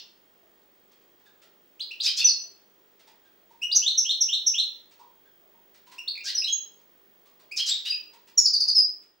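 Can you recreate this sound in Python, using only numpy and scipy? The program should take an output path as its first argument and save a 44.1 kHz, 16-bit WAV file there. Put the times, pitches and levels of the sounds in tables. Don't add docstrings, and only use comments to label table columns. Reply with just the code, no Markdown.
import sys
import numpy as np
from scipy import signal
from scipy.io import wavfile
from scipy.ndimage import uniform_filter1d

SR = 44100
rng = np.random.default_rng(int(sys.argv[2]) if len(sys.argv) > 2 else 0)


def master(y):
    cut = np.clip(np.atleast_2d(y).T, -1, 1)
    pcm = np.round(cut * 32767)
    wavfile.write(sys.argv[1], SR, pcm.astype(np.int16))


def elevation(decibels):
    levels = np.asarray(decibels, float)
    return 10 ** (levels / 20)


N = 405719
LEAD = SR // 2
LONGEST = 6000


def song():
    out = np.zeros(N + LEAD)
    for sing in (closing_glide, openers, pips, rises, falls, trill, duets, buzzes):
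        sing(out)
    high_pass = signal.butter(4, 1350, "high", fs=SR, output="sos")
    return signal.sosfilt(high_pass, out)


OVERTONES = [0, -15, -18]


def whistle(length, start_hz, end_hz, db, over_db, settle, plunge, lean):
    seconds = abs(length)
    u = np.arange(round(seconds * SR)) / (seconds * SR)
    glide = end_hz + (start_hz - end_hz) * (1 - u) ** settle
    hz = glide * (1 - plunge * u ** 8)
    unsteady_hz = .09 * abs(start_hz - end_hz)
    z = spin(hz + unsteady_hz * wobble(count=len(u), size=90))
    tone = z
    for partial, partial_db in enumerate(OVERTONES, start=2):
        audible = partial * hz < .4 * SR
        tone = tone + elevation(over_db + partial_db) * z ** partial * audible
    grit = chance(len(u))
    breath = elevation(-21) * resonate(resonate(grit, hz, 1600), hz, 1600)
    breath += elevation(over_db - 11) * resonate(resonate(grit, 2.3 * hz, 4000), 2.3 * hz, 4000)
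    flutter_db = .8 * wobble(count=len(u), size=120)
    swell = np.sin(np.pi * u ** lean) ** 1.5
    return elevation(db + flutter_db) * (tone.real + breath) * swell


def whistles(out, rows, settle, plunge=0, lean=1, reed_db=0):
    for s, length, start_hz, end_hz, db in rows:
        octaves = np.log2(end_hz / 3300)
        over_db = -19 - 14.5 * octaves - .35 * (db + 28.5) + reed_db
        add(out, s, whistle(length, start_hz, end_hz, db, over_db, settle, plunge, lean))


# start_s, length_s, start_hz, end_hz, peak_db
CLOSING_GLIDE = [(8.745, .09, 5400, 4750, -13)]


def closing_glide(out):
    whistles(out, CLOSING_GLIDE, settle=1.1, lean=.7)


# start_s, length_s, start_hz, end_hz, peak_db
OPENERS = [(1.793, .013, 2040, 3120, -40), (3.613, .046, 2450, 2890, -25), (5.98, .0205, 2340, 2800, -33),
           (7.51, .026, 2050, 2500, -34)]


def openers(out):
    whistles(out, OPENERS, settle=3.5, reed_db=4)


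# start_s, length_s, start_hz, end_hz, peak_db
PIPS = [(-.22, 0.026, 2300, 3300, -19), (1.906, .018, 2180, 2930, -33), (2.064, 0.0073, 2220, 2580, -27),
        (2.09, .014, 3230, 3124, -26), (2.213, 0.0076, 2320, 2810, -22.5), (6.153, .006, 2140, 2580, -37.5),
        (6.172, .015, 2030, 2500, -34), (6.205, .01, 2650, 2690, -40), (6.42, 0.0073, 2465, 2820, -28.5),
        (6.462, .05, 2750, 3400, -27), (7.595, .024, 2685, 3300, -22.5)]


def pips(out):
    whistles(out, PIPS, settle=2.1)


# start_s, length_s, start_hz, end_hz, peak_db
TWEETS = [(-.14, .03, 4320, 5840, -25), (2.042, .016, 3230, 3800, -27), (2.06, .0079, 4550, 5150, -14.5),
          (2.272, .018, 5090, 5387, -17), (6.297, .012, 3893, 4350, -28.5), (6.372, .027, 4746, 5300, -18),
          (6.438, .018, 3576, 4160, -21.5), (6.475, .06, 5900, 6810, -39.5),
          (6.521, .028, 6350, 6607, -16.5), (7.572, .007, 4760, 5430, -21),
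          (7.684, .022, 7020, 7740, -24.5), (7.686, .0079, 3960, 4080, -36),
          (7.7, .0056, 4450, 4435, -27.5), (7.708, .024, 3290, 3930, -19.5),
          (7.882, .011, 5290, 5150, -35.5), (7.893, .035, 4704, 4944, -22.5)]
# start_s, length_s, whip_db, cap_db
WHIPS = [(-.2, .04, -21.5, -27), (1.798, .026, -27.5, -37.5), (1.999, 0.018, -22, -28.5),
         (3.712, 0.014, -21, -17), (6.074, 0.022, -22, -48)]
# delay_s, length_s, start_hz, end_hz, level_db
LADDER = [(0, 0.038, 2428, 3385, -27), (.043, 0.021, 3024, 3919, -18), (.058, .019, 3610, 4260, -19)]
# start_s, pitch_factor, level_db, top_step_db re the rest
LADDERS = [(3.815, 1.003, -0.5, 3.5), (4.045, 1.002, 0, -1), (4.28, .999, 0.5, -3), (4.534, 0.99, 0.56, 1)]


def rises(out):
    rows = list(TWEETS)
    for s, length, whip_db, cap_db in WHIPS:
        rows.append((s, length, 2980, 4700, whip_db))
        rows.append((s + .74 * length, .014, 4530, 4980, cap_db))
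    for s, pitch, level_db, top_db in LADDERS:
        for k, (delay, length, start_hz, end_hz, step_db) in enumerate(LADDER):
            db = level_db + step_db + top_db * (k == 2)
            rows.append((s + delay, length, pitch * start_hz, pitch * end_hz, db))
    whistles(out, rows, settle=1.9)


# start_s, length_s, start_hz, end_hz,
# peak_db
FALLS = [(2.284, .009, 5100, 4300, -14), (2.289, .014, 4330, 4270, -17), (6.235, .088, 1300, 2250, -44),
         (6.346, .023, 5850, 5750, -20), (7.912, .024, 2800, 2450, -31)]
# start_s, length_s, start_hz, end_hz, peak_db
PEAL = (2.241, .028, 6050, 5880, -7)
# start_s, length_s, start_hz, peak_db
TRILL = [(8.455, 0.016, 5585, -10.5), (8.532, 0.031, 5090, -15.5), (8.602, .033, 5145, -17.5),
         (8.679, 0.031, 5150, -15.5)]


def falls(out):
    upper_voice = [(s, .019, 6500, 5670, -30) for s, *_ in TRILL]
    whistles(out, FALLS + [PEAL] + upper_voice, settle=1.1)


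def trill(out):
    rows = [(s, length, start_hz, 4330, db) for s, length, start_hz, db in TRILL]
    whistles(out, rows, settle=1.25, plunge=.2, lean=.6)


# start_s, lower_hz, upper_hz, lower_db, upper_db
DUETS = [
    [(3.745, 5430, 5900, -50, -18), (3.765, 5770, 6424, -10.5, -16), (3.782, 6330, 6350, -17, -18)],
    [(8.373, 6180, 6104, -1.5, -16.5), (8.382, 5585, 6820, -8.5, -15.5), (8.398, 5500, 6887, -15.5, -21),
     (8.401, 5140, 6630, -14, -13.5), (8.41, 5130, 6600, -28, -22.5)],
]
# delay_s, lower_hz, upper_hz, lower_db, upper_db
PAIR = [(0, 5500, 5950, -22, -24), (.014, 5777, 6145, -15.5, -18), (.031, 5310, 6140, -12.5, -12.5)]
# start_s, level_db, upper_db re usual
PAIRS = [(3.972, 0, 0.7), (4.203, 0.5, -2.5), (4.46, 0.6, -1.5)]


def duets(out):
    pairs = [np.add(PAIR, [s, 0, 0, db, db + upper_db]) for s, db, upper_db in PAIRS]
    for rows in DUETS + pairs:
        add(out, *duet(rows))


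def duet(rows):
    s, (low_hz, high_hz, low_db, high_db), edge = columns(rows)
    low = elevation(low_db) * edge * spin(low_hz)
    high = elevation(high_db) * edge * spin(high_hz)
    differences = elevation(3.0) * (low * low * high.conj() + high * high * low.conj())
    sums = elevation(-18.5) * (low * low + low * high + high * high)
    return s, (low + high + differences + sums).real


# start_s, length_s, first_rate_hz, final_rate_hz, level_db
BUZZES = [(-.16, 0.07, 800, 920, -33), (2.021, .08, 760, 1065, -29), (2.16, .062, 810, 910, -28),
          (6.232, .092, 630, 1120, -35), (7.556, .062, 860, 1130, -31.5), (7.652, .068, 780, 1230, -30)]
CROAK = (7.845, .05, 860, 1030, -34)


def buzzes(out):
    slides = [slide(*row, throat_hz=6100) for row in BUZZES]
    slides.append(slide(*CROAK, throat_hz=3600))
    for rows in slides:
        add(out, *buzz(rows))


def slide(s, length, first_hz, final_hz, db, throat_hz):
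    u = np.linspace(0, 1, num=6)
    rate_hz = final_hz + (first_hz - final_hz) * (1 - u) ** 1.2
    sinking_hz = throat_hz + (3200 - throat_hz) * u ** .9
    roughness = .33 + 0 * u
    return np.transpose([s + length * u, rate_hz, sinking_hz, db + 4 * u, roughness])


def buzz(rows):
    s, (hz, throat_hz, db, rough), edge = columns(rows)
    rough = np.clip(rough + .08, 0, 1)
    z = spin(hz * (1 + .026 * wobble(count=len(hz), size=80)))
    pulses = sum((z ** k).real for k in range(3, 12))
    puffs = evened((0.78 + z.real) * chance(len(hz)))
    throat = (1 - rough) * evened(pulses) + rough * puffs
    for _ in range(3):
        throat = resonate(throat, throat_hz, 3000)
    hiss = elevation(-19.5) * resonate(puffs, 7000, 8000)
    return s, elevation(db) * (evened(throat) + hiss) * edge


def columns(rows):
    s, *values = np.transpose(rows)
    t = np.arange(s[0], s[-1], 1 / SR)
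    return s[0], [np.interp(t, s, v) for v in values], signal.windows.tukey(len(t), .7)


def add(mix, s, sound):
    part = mix[..., LEAD + round(s * SR):][..., :sound.shape[-1]]
    part += sound[..., :part.shape[-1]]


def spin(hz):
    return np.exp(2j * np.pi * np.cumsum(hz) / SR)


def resonate(x, hz, width):
    turn = spin(hz * np.ones(len(x)))
    r = np.exp(-np.pi * width / SR)
    return 2 * (turn * signal.lfilter([1 - r], [1, -r], x / turn)).real


def evened(x):
    return x / np.sqrt(np.mean(abs(x) ** 2) + 1e-20)


def chance(count):
    return rng.standard_normal(LONGEST)[:count]


def wobble(count, size):
    smooth = uniform_filter1d(uniform_filter1d(chance(LONGEST), size), size)
    return evened(smooth)[:count]


def read(points, hz):
    f, value = np.transpose(points)
    return np.interp(np.log(hz + 1), np.log(f + 1), value)


# start_s, peak_db, ring_hz, scuff_db re ring
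TAPS = [(.299, -84, 820, -7.5), (.589, -67, 860, -6), (.919, -70, 1250, 14.5), (1.019, -67, 840, 3),
        (1.199, -65, 807, 2), (1.262, -53, 1670, -3), (1.424, -58.5, 1380, 9), (2.999, -62, 640, 11),
        (3.077, -51.5, 890, 2.5), (3.254, -58.5, 1600, -3), (3.511, -49, 936, -8.5), (3.703, -56, 900, -9),
        (4.916, -61, 934, 10.5), (4.997, -43.5, 952, -10.5), (5.26, -58, 1610, -8), (5.543, -57, 942, -24),
        (5.749, -66, 966, 16), (5.872, -49.5, 1016, 0), (5.922, -46, 1004, 3.5), (6.793, -61, 938, 0),
        (7.261, -58.5, 1150, 4.5), (7.403, -57, 1014, 4), (8.138, -50.5, 973, 1.5), (8.279, -59, 930, 10.5),
        (8.659, -56, 980, 6.5), (9.029, -73, 1430, 19)]


def taps():
    out = np.zeros((2, N + LEAD))
    for s, db, ring_hz, scuff_db in TAPS:
        add(out, s - .008, knock(db, ring_hz, scuff_db))
    return out


def clock():
    out = np.zeros((2, N + LEAD))
    for second in range(9):
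        add(out, .43 + second - .008, knock(db=-59.5, ring_hz=630, scuff_db=-18.5))
    return out


def knock(db, ring_hz, scuff_db):
    t = np.arange(SR // 8) / SR
    grit = rng.standard_normal(len(t))
    touch = t / .011 * np.exp(1 - t / .011)
    width = .14 * ring_hz
    wood = resonate(resonate(grit * touch, ring_hz, width), ring_hz, width)
    wire = resonate(resonate(grit * touch, 2.15 * ring_hz, 300), 2.15 * ring_hz, 300)
    ring = wood + elevation(-6.5) * (ring_hz > 1400) * wire
    band = signal.butter(2, [.4 * 3300, 1.9 * 3300], "band", fs=SR, output="sos")
    scuff = elevation(scuff_db) * signal.sosfilt(band, grit) * touch
    pan = elevation(np.array([[-.75], [.75]]))
    return elevation(db - 4.0) * (ring / abs(wood).max() + scuff) * pan


# pitch_hz, t60_s
WALLS = [(2000, 0.46), (4000, 0.38), (6000, 0.37), (9000, 0.22), (14000, 0.073)]
# pitch_hz, level_db
WET = [(1000, 1), (3000, 1), (4800, .5), (6000, -4), (12000, -5)]
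# delay_s, level_db
ECHOES = [(.0155, -18), (.0225, -13), (.031, -17), (.045, -15)]


def reflections():
    spacing = 20
    kicks = np.zeros((2, SR))
    at = np.arange(100, SR - 20, spacing) + rng.integers(0, spacing, (2, (SR - 101) // spacing))
    np.put_along_axis(kicks, at, rng.choice([-1., 1.], at.shape), 1)
    hz, t, z = signal.stft(kicks, SR, nperseg=256)
    ring = elevation(-50 - 60 * t / 1.3)
    build = np.clip(t / .008, 0, 1)
    decay = (elevation(-60 * t / read(WALLS, hz)[:, None]) + ring) * build
    energy = (decay ** 2).sum(1, keepdims=True) * 128 / spacing
    shaped = z * decay * elevation(read(WET, hz))[:, None] / np.sqrt(energy)
    mid, side = signal.istft(shaped, SR, nperseg=256)[1][:, :SR]
    side = elevation(-5.5) * side
    for delay, db in ECHOES:
        mid[round(delay * SR)] += elevation(db)
    mid[0] = 1
    return np.array([mid + side, mid - side])


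def room(x):
    return signal.fftconvolve(x, reflections(), axes=1)[:, LEAD:LEAD + N]


# time_s, level_db
WHINE = [(0, -66.5), (2, -65), (2.7, -66), (5.7, -63), (8.6, -64), (9.2, -70)]


def whine():
    line_hz, mains_hz = 15624.7, 50
    t = np.arange(N) / SR
    turn = 2 * np.pi * t
    level = elevation(np.interp(t, *np.transpose(WHINE)) + 5.5)
    ripple = 1 + .45 * np.cos(mains_hz * turn) + .12 * np.cos(2 * mains_hz * turn)
    step, lean_db = .62, -1.6
    sides = np.array([[1], [-1]])
    return level * ripple * np.sin(line_hz * turn + step * sides) * elevation(lean_db * sides)


# pitch_hz, width_hz, level_db
HUMS = [(98.4, 3.4, -85), (200, 4.1, -80.5), (339.7, 12, -76.5), (398, 7.6, -75), (490, 6, -84),
        (601, 6, -85), (841, 2.7, -80.5), (1630, 3, -89), (1883, 33, -80.5), (3250, 5, -77.5)]


def hums():
    stir = rng.standard_normal(N) + 1j * rng.standard_normal(N)
    return sum(hum(*row, np.roll(stir, k * SR)) for k, row in enumerate(HUMS))


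def hum(hz, width, db, stir):
    r = np.exp(-np.pi * width / SR)
    fringe = signal.lfilter([1], [1, -2 * r, r * r], stir)
    return elevation(db) * (spin(np.full(N, hz)) * (1 + .35 * evened(fringe))).real


# pitch_hz, density_db per Hz
AIR = [(20, -17), (50, -15.5), (78, -25), (125, -20), (160, -11), (270, -7), (310, -6), (394, -3),
       (800, -10), (1100, -10.5), (3200, -17), (6000, -22.5), (11000, -28.5), (15000, -35)]
# pitch_hz, likeness
SAME = [(60, 0.4), (180, 0.8), (550, 0.47), (1650, 0.018), (4970, 0.67), (15000, 0.09)]


def air():
    frames, hz = N // 512 + 5, np.fft.rfftfreq(2048, 1 / SR)
    a, b, c, d, patches = rng.standard_normal((frames, 1025, 5)).T
    patches = evened(uniform_filter1d(uniform_filter1d(patches, 16, 0), 8, 1))
    same = np.clip(read(SAME, hz), -1, 1)[:, None]
    left, other = a + 1j * b, c + 1j * d
    z = np.array([left, same * left + np.sqrt(1 - same ** 2) * other])
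    z *= elevation(read(AIR, hz)[:, None] + 0.53 * patches)
    noise = signal.istft(z, nperseg=2048, noverlap=1536)[1][:, :N]
    return elevation(-65.5) * evened(noise)


def scene():
    bird = song() * elevation(np.array([[-.15], [.15]]))
    background = (air() + hums()) * elevation(np.array([[-.8], [.8]]))
    return room(bird + taps() + clock()) + background + whine()


def roll_off(x):
    return signal.sosfilt(signal.butter(12, 15900, fs=SR, output="sos"), x)


def record(dry):
    fade = elevation(np.interp(np.arange(N) / SR, [8.9, 9.2], [0, -6]))
    return roll_off(dry * fade)


dry = scene()
out = record(dry)
master(out)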